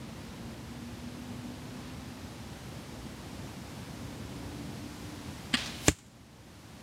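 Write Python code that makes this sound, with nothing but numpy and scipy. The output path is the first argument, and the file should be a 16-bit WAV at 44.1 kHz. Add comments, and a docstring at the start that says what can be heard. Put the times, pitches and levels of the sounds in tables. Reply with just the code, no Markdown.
"""A lawn edged by woods, with leaves hissing in the breeze and a far road where a vehicle gathers speed.
A crossbow fires: the string slaps its stops, the frame rings and the trees scatter the crack.
Air hisses over the bolt's vanes as it closes in, then it thuds into a target beside the microphone.
Gain control ducks the mix at the hit and creeps back up. One microphone feeds both channels."""
import sys
import numpy as np
from scipy import signal
from scipy.fft import rfft, irfft, next_fast_len
from scipy.io import wavfile
from scipy.ndimage import uniform_filter1d

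SR = 44100
rng = np.random.default_rng(int(sys.argv[2]) if len(sys.argv) > 2 else 0)


def wav_out(sig):
    """Save sig, one row per channel (or a flat mono array), as 16-bit PCM at SR to the path in sys.argv[1]."""
    wavfile.write(sys.argv[1], SR, np.round(np.clip(np.atleast_2d(sig).T, -1, 1) * 32767).astype(np.int16))


N = 300762
TIME = np.arange(N) / SR
RELEASE_S, HIT_S = 5.5378, 5.8824

# Levels of knocks, modes and colours are relative, within each table.
# trigger, string on its stops, then the limbs rattling: (time [s], level [dB])
RELEASE_KNOCKS = [(5.5303, -19), (5.5318, -15), (5.5377, -7), (5.5396, -0.5), (5.5406, 0), (5.5448, -1),
                  (5.5487, -7), (5.5523, -2.5)]
# ring of the stock, limbs and bolt rail: (frequency [Hz], level [dB], t60 [s])
FRAME_MODES = [(1174, -7, .06), (1400, -7, 0.041), (1710, -3, .04), (1890, -2, .055), (2025, -2.5, .045),
               (2240, -11, .06), (2498, -6, 0.079), (2832, -1, .05), (3130, 0, .055), (3370, 2.5, .044),
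               (4060, -8, 0.053), (4269, -5, .045), (4700, -5, .05), (5082, -11, .05), (7300, -12, 0.055),
               (8721, -20, .06), (8893, -15, 0.068)]
# slap of the string: (frequency [Hz], level [dB])
SLAP_COLOUR = [(150, -22), (300, -15), (600, 0), (1000, -8), (2000, 2.5), (3400, 0), (4800, -2),
               (6000, -19), (7400, -11.5), (9200, -10), (11000, -34), (16000, -44)]
# the crack's tail in the woods: (frequency [Hz], level [dB])
WOODS_COLOUR = [(200, -25), (400, -12), (700, -6.5), (1300, -7.5), (2400, -1), (3700, 0), (5500, -7.5),
                (9000, -17.5), (14000, -33)]
# slapback of the crack off single trunks: (time [s], level [dB], t60 [s])
TRUNK_ECHOES = [(5.570, -42, .06), (5.598, -44, .1), (5.659, -38.5, 0.11)]
# that slapback, brighter than the tail: (frequency [Hz], level [dB])
TRUNK_COLOUR = [(400, -10), (1200, -2), (3500, 0), (6500, -2), (9000, -11), (14000, -25)]
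# air over the vanes: (frequency [Hz], level [dB])
VANE_COLOUR = [(400, -10), (1200, -10), (2500, 0), (5000, -2.5), (7500, -5), (10000, -5), (15000, -13)]
# the point strikes, then bites deeper: (time [s], level [dB])
TIP_KNOCKS = [(5.8824, 0.5), (5.8837, -7)]
# tick of the point: (frequency [Hz], level [dB], t60 [s])
TIP_MODES = [(4090, -8, .006), (6600, 1.5, .005), (7600, 2, 0.0039), (9200, -5, .004), (12900, -14, .005)]
# the shaft, jolted as it stops: (frequency [Hz], level [dB], t60 [s])
JOLT_MODES = [(1130, -9, 0.016), (1690, -6, 0.017), (1960, -4.5, 0.024), (2400, -1.5, 0.019),
              (2810, -1, .016)]
# body of the target: (frequency [Hz], level [dB], t60 [s])
THUD_MODES = [(70, -11.5, .12), (94, -6.5, .11), (136, -7.5, .09), (166, -5, .085), (303, 3, .048),
              (410, -3, .036), (585, -7, .032)]
# the target's filling tearing: (frequency [Hz], level [dB])
CRUNCH_COLOUR = [(200, -5), (700, 0), (1200, -2), (2400, 0), (3400, -3.5), (5600, -5), (7200, -2.5),
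                 (9000, -6), (12000, -14), (16000, -26)]
# the shaft's shiver and the hit's return from the trees: (frequency [Hz], level [dB])
HIT_COLOUR = [(300, -3), (1000, -7), (2200, -2), (4200, -5), (5600, -6), (7200, 2.5), (9000, -6),
              (14000, -21)]
# slapback of the hit: (time [s], level [dB], t60 [s])
TARGET_ECHOES = [(5.916, -30, 0.067), (5.987, -37, .05), (6.063, -49, .05)]
# the engine tone carrying across the lawn: (peak time [s], half-length [s], level [dB])
ENGINE_SWELLS = [(1.25, .85, -50), (4.58, .38, -49), (5.18, .09, -53.5)]
# rumble of the far road: (frequency [Hz], level [dB])
ROAD_COLOUR = [(13, -59), (22, -29), (27, -27), (41, -18), (61, -0.5), (91, -1), (114, 0.5), (178, -3),
               (238, -2), (292, -6.5), (317, -6.5), (409, -13.5), (511, -13), (1000, -20.5), (1300, -31.5),
               (2200, -120)]
# hiss of the leaves: (frequency [Hz], level [dB])
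LEAF_COLOUR = [(470, -22), (800, -4), (1280, -5.5), (5050, -10.5), (10400, -18), (15100, -25),
               (15700, -32.5)]
# gusts stirring the low leaf hiss: (peak time [s], half-length [s], lift [dB])
LEAF_GUSTS = [(.28, .08, 1), (1.88, .12, 2), (5.26, .1, 1.2)]


def crossbow(ring_db, contact_hz, slap_db, slap_t60, twang_db, twang_hz, twang_attack_s):
    """The string slaps its stops, the frame rings, the limbs give a low twang and the woods answer."""
    frame = struck(RELEASE_KNOCKS, FRAME_MODES, scatter_db=1.0)
    frame = from_db(ring_db) * butter(frame, contact_hz, "low", order=6)
    slap = bursts([(s, db + slap_db, slap_t60) for s, db in RELEASE_KNOCKS], SLAP_COLOUR)
    age = np.maximum(TIME - RELEASE_S, 0)
    rise = age / twang_attack_s
    twang = from_db(twang_db) * rise * np.exp(1 - rise) * np.sin(2 * np.pi * twang_hz * age)
    tail = trees(5.569, WOODS_COLOUR, level_db=-35.4, t60=0.97)
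    return frame + slap + twang + tail + bursts(TRUNK_ECHOES, TRUNK_COLOUR)


def impact(tick_db, shaft_db, thud_db, padding_hz, low_cut_hz,
           crunch_db, crunch_t60, shiver_db, shiver_t60):
    """The point ticks, the filling tears as it stops the bolt, the target thuds, the shaft shivers."""
    tick = from_db(tick_db) * struck(TIP_KNOCKS, TIP_MODES, scatter_db=3.0)
    bite_s = TIP_KNOCKS[-1][0]
    shaft = struck([(bite_s, shaft_db)], JOLT_MODES, scatter_db=1.5)
    # the whole face is pushed in at once, so its modes start in phase
    face = struck([(HIT_S, thud_db)], THUD_MODES, scatter_db=0.5, alternate=False)
    thud = butter(face, padding_hz, "low", order=3)  # too soft for treble
    thud = butter(thud, low_cut_hz, "high", order=4)  # the microphone's low cut thins the deep bass
    crunch = from_db(crunch_db) * decay(HIT_S, crunch_t60) * noise(CRUNCH_COLOUR)
    shiver = from_db(shiver_db) * decay(HIT_S, shiver_t60) * noise(HIT_COLOUR)
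    tail = trees(HIT_S, HIT_COLOUR, level_db=-36, t60=0.59)
    return tick + shaft + thud + crunch + shiver + tail + bursts(TARGET_ECHOES, HIT_COLOUR)


def flight(arrival_db, near_s):
    """Vane hiss grows as one over distance; near_s is the target-to-microphone gap in flight time."""
    nearness = near_s / np.hypot(HIT_S - TIME, near_s)
    flying = (TIME > RELEASE_S) * np.where(TIME < HIT_S, 1, decay(HIT_S, t60=.02))
    return from_db(arrival_db) * nearness * flying * noise(VANE_COLOUR)


def trees(start_s, colour, level_db, t60):
    """Countless trunks and leaves return a crack as a smooth tail."""
    return from_db(level_db) * decay(start_s, t60) * noise(colour)


def vehicle(start_hz, climb_hz_per_s, cruise_hz, waver_hz, hum_db, fading_db):
    """Only the engine's firing tone carries this far: a faint hum that climbs, swells and levels off."""
    hz = np.minimum(start_hz + climb_hz_per_s * TIME, cruise_hz)
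    level = from_db(hum_db) + sum(from_db(db) * swell(s, half_s) for s, half_s, db in ENGINE_SWELLS)
    phase = 2 * np.pi * np.cumsum(hz + waver_hz * drift(25)) / SR
    return np.sqrt(2) * level * from_db(fading_db * drift(12)) * np.sin(phase)


def road(level_db, rise_db, lumpy_db):
    """A lumpy bed of road rumble that swells once as the vehicle comes up to speed."""
    lift_db = rise_db * swell(peak_s=4.4, half_s=.4)
    return from_db(level_db + lift_db + lumpy_db * drift(14)) * noise(ROAD_COLOUR)


def leaves(low_db, high_db, split_hz, low_db_per_s, high_db_per_s, hold_from_s, flutter_db):
    """Leaf hiss builds with the breeze, the top fastest, then holds; brief gusts lift the low band."""
    hiss = noise(LEAF_COLOUR) * from_db(flutter_db * drift(9.7))
    build_s = np.minimum(TIME, hold_from_s)
    gust_db = sum(db * swell(s, half_s) for s, half_s, db in LEAF_GUSTS)
    low = from_db(low_db + low_db_per_s * build_s + gust_db)
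    high = from_db(high_db + high_db_per_s * build_s)
    return (low * rms_one(butter(hiss, split_hz, "low", order=3))
            + high * rms_one(butter(hiss, split_hz, "high", order=3)))


def struck(knocks, modes, scatter_db, alternate=True):
    """Each knock rings every mode; away from the struck spot, neighbouring modes alternate polarity."""
    times, strength_db = np.transpose(knocks)
    onsets = np.round(times * SR).astype(int)
    spread_db = scatter_db * rng.standard_normal((len(times), len(modes)))
    out = np.zeros(N)
    for k, (hz, level_db, t60) in enumerate(modes):
        clicks = np.zeros(N)
        clicks[onsets] = from_db(strength_db + level_db + spread_db[:, k])
        polarity = -1 if alternate and k % 2 else 1
        out += polarity * ring(clicks, hz, t60)
    return out


def ring(clicks, hz, t60):
    """A unit click sets a sine of height 1 ringing."""
    r, w = from_db(-60 / (t60 * SR)), 2 * np.pi * hz / SR
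    return signal.lfilter([0, np.sin(w)], [1, -2 * r * np.cos(w), r * r], clicks + 1e-18)


def bursts(rows, colour):
    """Short bursts of coloured noise, each with its own decay."""
    power = sum((from_db(db) * decay(s, t60)) ** 2 for s, db, t60 in rows)
    return np.sqrt(power) * noise(colour)


def noise(colour):
    """Steady noise at rms 1; the colour sets its level per hertz."""
    hz, level_db = np.transpose(colour)
    size = next_fast_len(N)
    bins = np.maximum(np.fft.rfftfreq(size, 1 / SR), 1)
    eq = from_db(np.interp(np.log(bins), np.log(hz), level_db))
    low_cut = np.minimum(bins / hz[0], 1) ** 2
    white = rfft(rng.standard_normal(size))
    return rms_one(irfft(white * eq * low_cut, size)[:N])


def decay(start_s, t60):
    """Envelope that jumps to 1 and dies away."""
    return (TIME >= start_s) * from_db(-60 * np.clip((TIME - start_s) / t60, 0, 10))


def swell(peak_s, half_s):
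    """Smooth rise to 1 and fall."""
    return np.exp(-((TIME - peak_s) / half_s) ** 2)


def drift(rate_hz):
    """Slow modulation gliding between random values."""
    return np.interp(TIME * rate_hz, np.arange(N), rng.standard_normal(N))


def butter(x, hz, kind, order):
    """Low-pass or high-pass."""
    return signal.sosfilt(signal.butter(order, hz, kind, fs=SR, output="sos"), x)


def from_db(db):
    """Decibels to gain."""
    return 10 ** (np.asarray(db) / 20)


def rms_one(x):
    """Scale to unit power."""
    return x / np.sqrt(np.mean(x ** 2) + 1e-20)


def gain_control(x, ceiling_db, recovery_db_per_s):
    """Anything over the ceiling ducks the gain at once; it climbs back at a steady rate."""
    power = uniform_filter1d(x[0] ** 2, size=90)
    excess_db = np.maximum(10 * np.log10(np.maximum(power, 1e-12)) - ceiling_db, 0)
    climb_db = recovery_db_per_s * TIME
    cut_db = np.maximum.accumulate(excess_db + climb_db) - climb_db
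    return x * from_db(-uniform_filter1d(cut_db, size=20))


def scene():
    """Shot, flight and hit over the outdoor bed, in dual mono."""
    bed = road(level_db=-44.2, rise_db=2.0, lumpy_db=.8)
    bed += leaves(low_db=-54.1, high_db=-59.4, split_hz=4500,
                  low_db_per_s=.35, high_db_per_s=.65, hold_from_s=5.0, flutter_db=.25)
    bed += vehicle(start_hz=226.5, climb_hz_per_s=14.0, cruise_hz=295.5,
                   waver_hz=.6, hum_db=-62, fading_db=1.2)
    shot = crossbow(ring_db=-30.3, contact_hz=8800, slap_db=-23.2, slap_t60=.024,
                    twang_db=-22, twang_hz=243, twang_attack_s=0.0047)
    bolt = flight(arrival_db=-31, near_s=0.0068)
    hit = impact(tick_db=2, shaft_db=-5, thud_db=-1.7, padding_hz=750, low_cut_hz=61,
                 crunch_db=-3, crunch_t60=0.031, shiver_db=-14.5, shiver_t60=0.12)
    return np.tile(bed + shot + bolt + hit, (2, 1))


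def record(dry):
    """Gain control, then a steep high cut."""
    levelled = gain_control(dry, ceiling_db=-11.2, recovery_db_per_s=10.0)
    cutoff_hz = 15800
    return signal.sosfilt(signal.ellip(10, .2, 80, cutoff_hz, fs=SR, output="sos"), levelled)


dry = scene()
out = record(dry)
wav_out(out)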